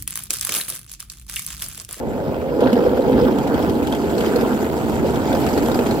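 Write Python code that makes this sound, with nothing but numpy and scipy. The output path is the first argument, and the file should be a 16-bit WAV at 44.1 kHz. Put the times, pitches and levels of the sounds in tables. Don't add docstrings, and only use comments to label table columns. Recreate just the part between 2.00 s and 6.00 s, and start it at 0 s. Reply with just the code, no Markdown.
import sys
import numpy as np
from scipy import signal
from scipy.fft import rfft, irfft
from scipy.io import wavfile
from scipy.ndimage import uniform_filter1d

SR = 44100
rng = np.random.default_rng(int(sys.argv[2]) if len(sys.argv) > 2 else 0)


def dump_mix(stems):
    frames = np.atleast_2d(stems).T
    limited = np.clip(frames, -1, 1)
    pcm = np.round(limited * 32767).astype(np.int16)
    wavfile.write(sys.argv[1], SR, pcm)


N = 176400
TIME = np.arange(N) / SR
BAND_LIMIT_HZ = 15900


def amp(db):
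    return 10 ** (np.asarray(db) / 20)


def unit(x):
    return x / np.sqrt(np.mean(x ** 2) + 1e-20)


def at_hz(table, hz):
    table_hz, value = np.transpose(table)
    return np.interp(np.log(hz + 1), np.log(table_hz + 1), value)


def level(table, column=1):
    rows = np.array(table)
    return amp(np.interp(TIME, rows[:, 0], rows[:, column]))


def add(mix, start_s, sound):
    part = mix[:, max(round(start_s * SR), 0):][:, :sound.shape[1]]
    part += sound[:, :part.shape[1]]


def ring(x, spectrum):
    size = 4096
    log_gain = np.log(amp(at_hz(spectrum, abs(np.fft.fftfreq(size, 1 / SR)))))
    minimum_phase = np.exp(np.conj(signal.hilbert(log_gain)))
    response = np.fft.ifft(minimum_phase).real[:size // 2]
    return signal.oaconvolve(x, response[None] / np.linalg.norm(response), axes=1)[:, :N]


def wander(slow_hz, fast_hz):
    hz = np.fft.rfftfreq(N, 1 / SR)
    shape = hz / (hz + slow_hz) / np.sqrt(hz + slow_hz) / (1 + (hz / fast_hz) ** 4)
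    return unit(irfft(rfft(rng.standard_normal(N)) * shape, N))


def flicker(x, depth_db):
    bins = signal.stft(x, nperseg=384)[2]
    patches = uniform_filter1d(rng.standard_normal(bins.shape[1:]), size=7, axis=0)
    patches = unit(uniform_filter1d(patches, size=7, axis=1))
    return signal.istft(bins * amp(depth_db * patches), nperseg=384)[1][:, :N]


def contact(texture, rough_db):
    return unit(rng.standard_normal((2, N)) * amp(rough_db * texture))


def strike(age_s, rise_s, decay_s):
    return np.minimum(age_s / rise_s, 1) * np.exp(-np.maximum(age_s - rise_s, 0) / decay_s)


def blows(table, rise_s, decay_s, column=1):
    force = sum(amp(row[column]) * strike(np.maximum(TIME - row[0], 0), rise_s, decay_s) for row in table)
    return force * rng.standard_normal((2, N))


def ping(hz, width_hz, rise_s, decay_s):
    age_s = np.arange(2400) / SR
    pole = np.exp((2j * np.pi * hz - np.pi * width_hz) / SR)
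    tone = unit(signal.lfilter([1], [1, -pole], rng.standard_normal((2, len(age_s)))).real)
    return tone * strike(age_s, rise_s, decay_s)


# time in seconds, level in dB.
WIND_LEVELS = [(0, -33), (.6, -35.5), (1.1, -32), (2, -33.5), (2.75, -34.5), (3, -29.5), (4, -32)]
# peak time in seconds, level in dB.
BUFFETS = [(.3, -33), (.69, -28), (1.15, -25.5), (1.225, -28), (1.55, -30), (1.69, -26), (1.88, -33),
           (2.94, -32), (3.26, -41)]
# frequency in Hz, gain in dB.
WIND_SPECTRUM = [(15, -20), (30, -16), (48, -12.5), (58, -5), (65, 1.5), (73, -1), (100, -4), (130, -0.5),
                 (170, -2), (300, -13.5), (700, -34.5), (2000, -59)]

def wind(likeness=0.41, buffet_width_s=0.023):
    left, unrelated = rng.standard_normal((2, N))
    right = likeness * left + np.sqrt(1 - likeness ** 2) * unrelated
    air = unit(np.array([left, right]) * amp(2.5 * wander(slow_hz=13, fast_hz=33)))
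    buffets = sum(amp(db) * np.exp(-((TIME - peak_s) / buffet_width_s) ** 2) for peak_s, db in BUFFETS)
    return amp(3.5) * ring(air * np.hypot(level(WIND_LEVELS), buffets), WIND_SPECTRUM)


# time in seconds, level in dB.
CRACKLE_LEVELS = [(0, -54), (.55, -48.5), (.64, -38), (.76, -40.5), (.85, -40.5), (1.1, -41), (1.22, -38),
                  (1.4, -46), (1.65, -43), (2.08, -42.5), (2.24, -40), (2.5, -48), (2.95, -44.5),
                  (3.45, -37.5), (4, -45)]
# time in seconds, median pitch in Hz.
GRIT_PITCHES = [(0, 3100), (1.8, 3400), (3.5, 4480)]

def grit(grains_per_s=215, spread_octaves=0.23, spread_db=3.2):
    pings = np.zeros((2, N))
    candidates = rng.random((900, 4))
    for when, chance, size, pitch in candidates:
        start_s = when * N / SR
        octaves = spread_octaves * np.log(pitch / (1 - pitch))
        hz = np.interp(start_s, *np.transpose(GRIT_PITCHES)) * 2 ** octaves
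        grain = ping(min(hz, BAND_LIMIT_HZ), width_hz=510, rise_s=0.0013, decay_s=0.0041)
        if chance < grains_per_s * N / SR / len(candidates):
            add(pings, start_s, grain * amp(spread_db * min(-np.log(size), 2.5)))
    return amp(-4.5) * unit(pings) * level(CRACKLE_LEVELS)


# frequency in Hz, gain in dB.
TRUCK_SPECTRUM = [(2200, -34), (2950, -8), (3160, -0.5), (3400, -6), (4300, -36.5)]

def truck_buzz(texture):
    return amp(-10) * ring(contact(texture, rough_db=3) * level(CRACKLE_LEVELS), TRUCK_SPECTRUM)


# time in seconds, level in dB.
ROAR_LEVELS = [(0, -49), (.15, -43), (.56, -41), (.61, -38.5), (.68, -38), (.8, -36.5), (1.05, -39),
               (1.22, -34.5), (1.45, -39), (1.62, -32), (1.75, -41), (2.1, -38), (2.25, -34), (2.75, -36.5),
               (3.15, -37.5), (3.35, -35), (4, -36.5)]
HISS_LEVELS = [(0, -53), (.55, -52.5), (.62, -54), (.85, -50.5), (1.4, -48.5), (2.05, -43.5), (2.22, -41),
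               (2.42, -41), (2.55, -42), (3.22, -43), (3.4, -39), (4, -40.5)]
# frequency in Hz, gain in dB.
ROAR_SPECTRUM = [(500, -16.5), (900, 4), (1150, 1), (1380, 2.5), (1700, -2.5), (2150, -8), (2600, -9.5),
                 (3900, -18), (4700, -14.5), (5700, -21.5), (7500, -44), (15000, -17)]
HISS_SPECTRUM = [(2500, 6), (5000, -4.5), (5800, -2.5), (6400, -1), (7500, 6), (8600, -1.5), (9700, -11.5),
                 (10700, -3), (12200, 2), (13400, -4), (14700, -6), (15800, -4.5)]

def tyres(texture):
    roar = ring(contact(texture, rough_db=2) * level(ROAR_LEVELS), ROAR_SPECTRUM)
    hiss = ring(contact(texture, rough_db=1.5) * level(HISS_LEVELS), HISS_SPECTRUM)
    hiss *= amp(1.1 * wander(slow_hz=5.2, fast_hz=30))
    return amp(2) * flicker(roar, depth_db=3) + amp(2.5) * flicker(hiss, depth_db=2.5)


# start in seconds, level in dB, clink pitch in Hz.
RATTLES = [(0.6049, -27.5, 3220), (0.7288, -23.5, 2870), (1.3837, -26, 3250), (1.472, -28.5, 3000),
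           (1.541, -27, 3220), (1.624, -30, 3300), (1.6943, -25.5, 3150), (1.8257, -29.5, 2520),
           (1.869, -23, 3170), (1.9225, -22.5, 3280), (1.947, -25, 3130), (2.179, -25.5, 4340),
           (2.2055, -22.5, 3000), (2.26, -24, 3060), (2.3575, -22, 4430), (2.4083, -25.5, 2540),
           (3.1556, -27, 3280), (3.326, -24, 3570), (3.4635, -22.5, 2900), (3.487, -27, 4520),
           (3.5344, -28, 4800), (3.576, -23, 4500), (3.658, -26, 3180), (3.715, -24.5, 3810),
           (3.7434, -23.5, 4800), (3.7883, -25, 2500), (3.8656, -23.5, 3200), (3.908, -23, 4170)]
# frequency in Hz, gain in dB.
RATTLE_SPECTRUM = [(400, -18), (1300, 11.5), (2100, 5.5), (3200, -2), (4700, -0.5), (6000, -3), (7700, -2),
                   (9700, -8), (12500, -6), (15800, -14)]

def truck_rattles(rise_s=0.0025):
    rattles = ring(blows(RATTLES, rise_s, decay_s=0.0075), RATTLE_SPECTRUM)
    clinks = np.zeros((2, N))
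    for start_s, db, hz in RATTLES:
        add(clinks, start_s, amp(db) * ping(hz, width_hz=270, rise_s=rise_s, decay_s=0.0081))
    return amp(-5) * rattles + amp(-8) * clinks


# start in seconds, knock level in dB, crack level in dB.
CLACKS = [(.344, -15, -37), (.366, -14, -42), (.659, -12, -27), (.6705, -24, -23.5), (.675, -14, -23),
          (.7285, -23, -25), (.7555, -30, -29.5), (.792, -13.5, -44), (1.06, -14, -35), (1.601, -10, -41),
          (1.825, -20, -36), (1.937, -9, -29), (2.532, -27, -26), (2.645, -13, -26.5), (2.965, -12, -29),
          (3.09, -9.5, -43), (3.716, -9, -30), (3.79, -12, -21), (3.861, -11, -25)]
# frequency in Hz, gain in dB.
KNOCK_SPECTRUM = [(150, -25), (400, 6), (700, 4.5), (950, 0), (1500, -13), (2500, -32), (8000, -69)]
CRACK_SPECTRUM = [(600, -12), (1400, 10.5), (2100, 4.5), (3100, 2.5), (5200, -5.5), (7000, -26),
                  (15000, -26)]

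def wheel_clacks():
    impulses = np.zeros((2, N))
    for start_s, knock_db, _ in CLACKS:
        add(impulses, start_s, amp(knock_db) * np.array([[1], [0]]))
    cracks = blows(CLACKS, rise_s=0.0002, decay_s=0.0024, column=2)
    return amp(12.5) * ring(impulses, KNOCK_SPECTRUM) + ring(cracks, CRACK_SPECTRUM)


def bump_ring(hz, swell_s):
    age_s = np.arange(5000) / SR
    detune, phase = rng.random(2)
    detuned_hz = hz * (1 + 0.098 * (detune - 0.5))
    tone = np.sin(2 * np.pi * (detuned_hz * age_s + phase))
    envelope = (age_s / swell_s * np.exp(1 - age_s / swell_s)) ** 2
    return np.outer([1, 0], tone * envelope)


# start in seconds, deck level in dB, wheel level in dB, wheel pitch in Hz.
BUMPS = [(.59, -24, -8, 467), (.618, -24, -7, 481), (.655, -8, -15, 516), (.728, -9, -25, 470),
         (.828, -35, -13, 475), (.863, -26, -7.5, 513), (.921, -18, -16, 484), (.99, -34, -13, 503),
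         (1.074, -26, -10, 481), (1.096, -26, -6, 474), (1.119, -10.5, -24, 493), (1.162, -14, -12, 478),
         (1.219, -33, -11.5, 497), (1.241, -31, -9, 485), (1.258, -8.5, -21, 473), (1.536, -12, -14, 486),
         (2.358, -27, -11, 474), (2.425, -16, -12.5, 494), (2.513, -15, -26, 486), (3.043, -31, -16, 507),
         (3.307, -12.5, -22, 510), (3.337, -17, -11, 520), (3.787, -12.5, -17, 483)]

def seam_thumps(deck_hz=257):
    thumps = np.zeros((2, N))
    for start_s, deck_db, wheel_db, wheel_hz in BUMPS:
        add(thumps, start_s, amp(deck_db) * bump_ring(deck_hz, swell_s=0.008))
        add(thumps, start_s, amp(wheel_db) * bump_ring(wheel_hz, swell_s=0.0055))
    return thumps


# time in seconds, pitch in Hz, level in dB.
HUM_CURVE = [(0, 534, -34), (.45, 540, -25.5), (.62, 494, -23), (.95, 482, -20.5), (1.19, 497, -26),
             (1.245, 475, -31), (1.3, 486, -25.5), (2.4, 464, -35), (4, 495, -37.5)]

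def wheel_hum(texture, width_hz=83):
    time_s, hz, _ = np.transpose(HUM_CURVE)
    carrier = np.exp(2j * np.pi * np.cumsum(np.interp(TIME, time_s, hz)) / SR)
    lowpass = signal.butter(2, width_hz / 2, fs=SR, output="sos")
    baseband = signal.sosfilt(lowpass, contact(texture, rough_db=1.5) / carrier)
    return unit((baseband * carrier).real) * level(HUM_CURVE, column=2)


# time in seconds, then deck, wheel drone and wheel growl levels in dB.
DRUMMING_LEVELS = [(0, -30.5, -29.5, -36), (.3, -30, -26, -36), (.53, -28, -27, -38),
                   (.62, -20.5, -22.5, -27.5), (.69, -19.5, -21, -28.5), (.85, -22, -20, -32),
                   (1, -24.5, -23, -30), (1.15, -19.5, -19.5, -29.5), (1.26, -21.5, -16, -33.5),
                   (1.42, -22, -27.5, -29), (1.62, -20.5, -23.5, -31), (2, -24, -25, -32.5),
                   (2.28, -20.5, -20.5, -32), (2.75, -24.5, -27, -33), (3.05, -23, -22, -33.5),
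                   (3.35, -22.5, -25.5, -28), (3.65, -21.5, -22, -30.5), (4, -22, -24, -30.5)]
# frequency in Hz, gain in dB.
DECK_SPECTRUM = [(60, -36.5), (130, -10), (175, -9.5), (212, 1), (245, 1.5), (290, 1), (345, -4),
                 (430, -16.5), (800, -49.5)]
DRONE_SPECTRUM = [(200, -29.5), (320, -5.5), (390, 0.5), (430, -0.5), (480, -2.5), (540, -7), (605, -13.5),
                  (750, -20.5), (1600, -40.5), (4000, -78.5)]
GROWL_SPECTRUM = [(250, -25), (480, -4.5), (600, -3), (680, 0), (745, -3.5), (850, -2), (980, -8),
                  (1130, -18), (1600, -23), (4000, -72)]

def board_drumming(texture):
    deck = ring(contact(texture, rough_db=1) * level(DRUMMING_LEVELS, column=1), DECK_SPECTRUM)
    drone = ring(contact(texture, rough_db=1) * level(DRUMMING_LEVELS, column=2), DRONE_SPECTRUM)
    growl = ring(contact(texture, rough_db=2) * level(DRUMMING_LEVELS, column=3), GROWL_SPECTRUM)
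    return amp(0.1) * deck + amp(-1) * drone + amp(3.5) * growl


# frequency in Hz, coherence from 0 to 1.
PORT_LIKENESS = [(60, 0), (140, 0.75), (230, 0.83), (520, 1), (720, 0.98), (900, 1), (1300, 0.46),
                 (2000, 0.46), (4000, 0.25), (8000, 0.26), (15000, 0.54)]
# frequency in Hz, right minus left in dB.
PORT_BALANCE = [(60, -3), (130, 1), (400, 2), (1000, 1.5), (3000, 0.5), (8000, .5), (13000, 2)]
# frequency in Hz, phase in radians.
PORT_LAG = [(0, 1), (220, -0.05), (400, 0.66), (560, 0.76), (860, 0.5), (1120, 1.74), (1460, 1), (2000, 4),
            (3100, 5), (4600, 5.5), (6000, 8.5), (8800, 11), (9800, 13), (11200, 17), (15800, 22)]

def ports(pair):
    hz = np.fft.rfftfreq(N, 1 / SR)
    shared, left_only = rfft(pair)
    likeness = np.clip(at_hz(PORT_LIKENESS, hz), 0, 1)
    lean = amp(at_hz(PORT_BALANCE, hz) / 2)
    lag_rad = np.interp(hz, *np.transpose(PORT_LAG))
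    left = (likeness * shared + np.sqrt(1 - likeness ** 2) * left_only) * np.exp(-1j * lag_rad)
    return irfft(np.array([left / lean, shared * lean]), N)


def scene():
    texture = wander(slow_hz=19.7, fast_hz=337)
    body = board_drumming(texture) + wheel_hum(texture)
    impacts = seam_thumps() + truck_rattles() + wheel_clacks()
    surface = truck_buzz(texture) + tyres(texture) + grit()
    return ports(body + impacts + surface) + wind()


def record(dry):
    lowpass = signal.firwin(511, BAND_LIMIT_HZ, window=("kaiser", 9), fs=SR)
    return signal.oaconvolve(dry, lowpass[None], "same")


dry = scene()
out = record(dry)
dump_mix(out)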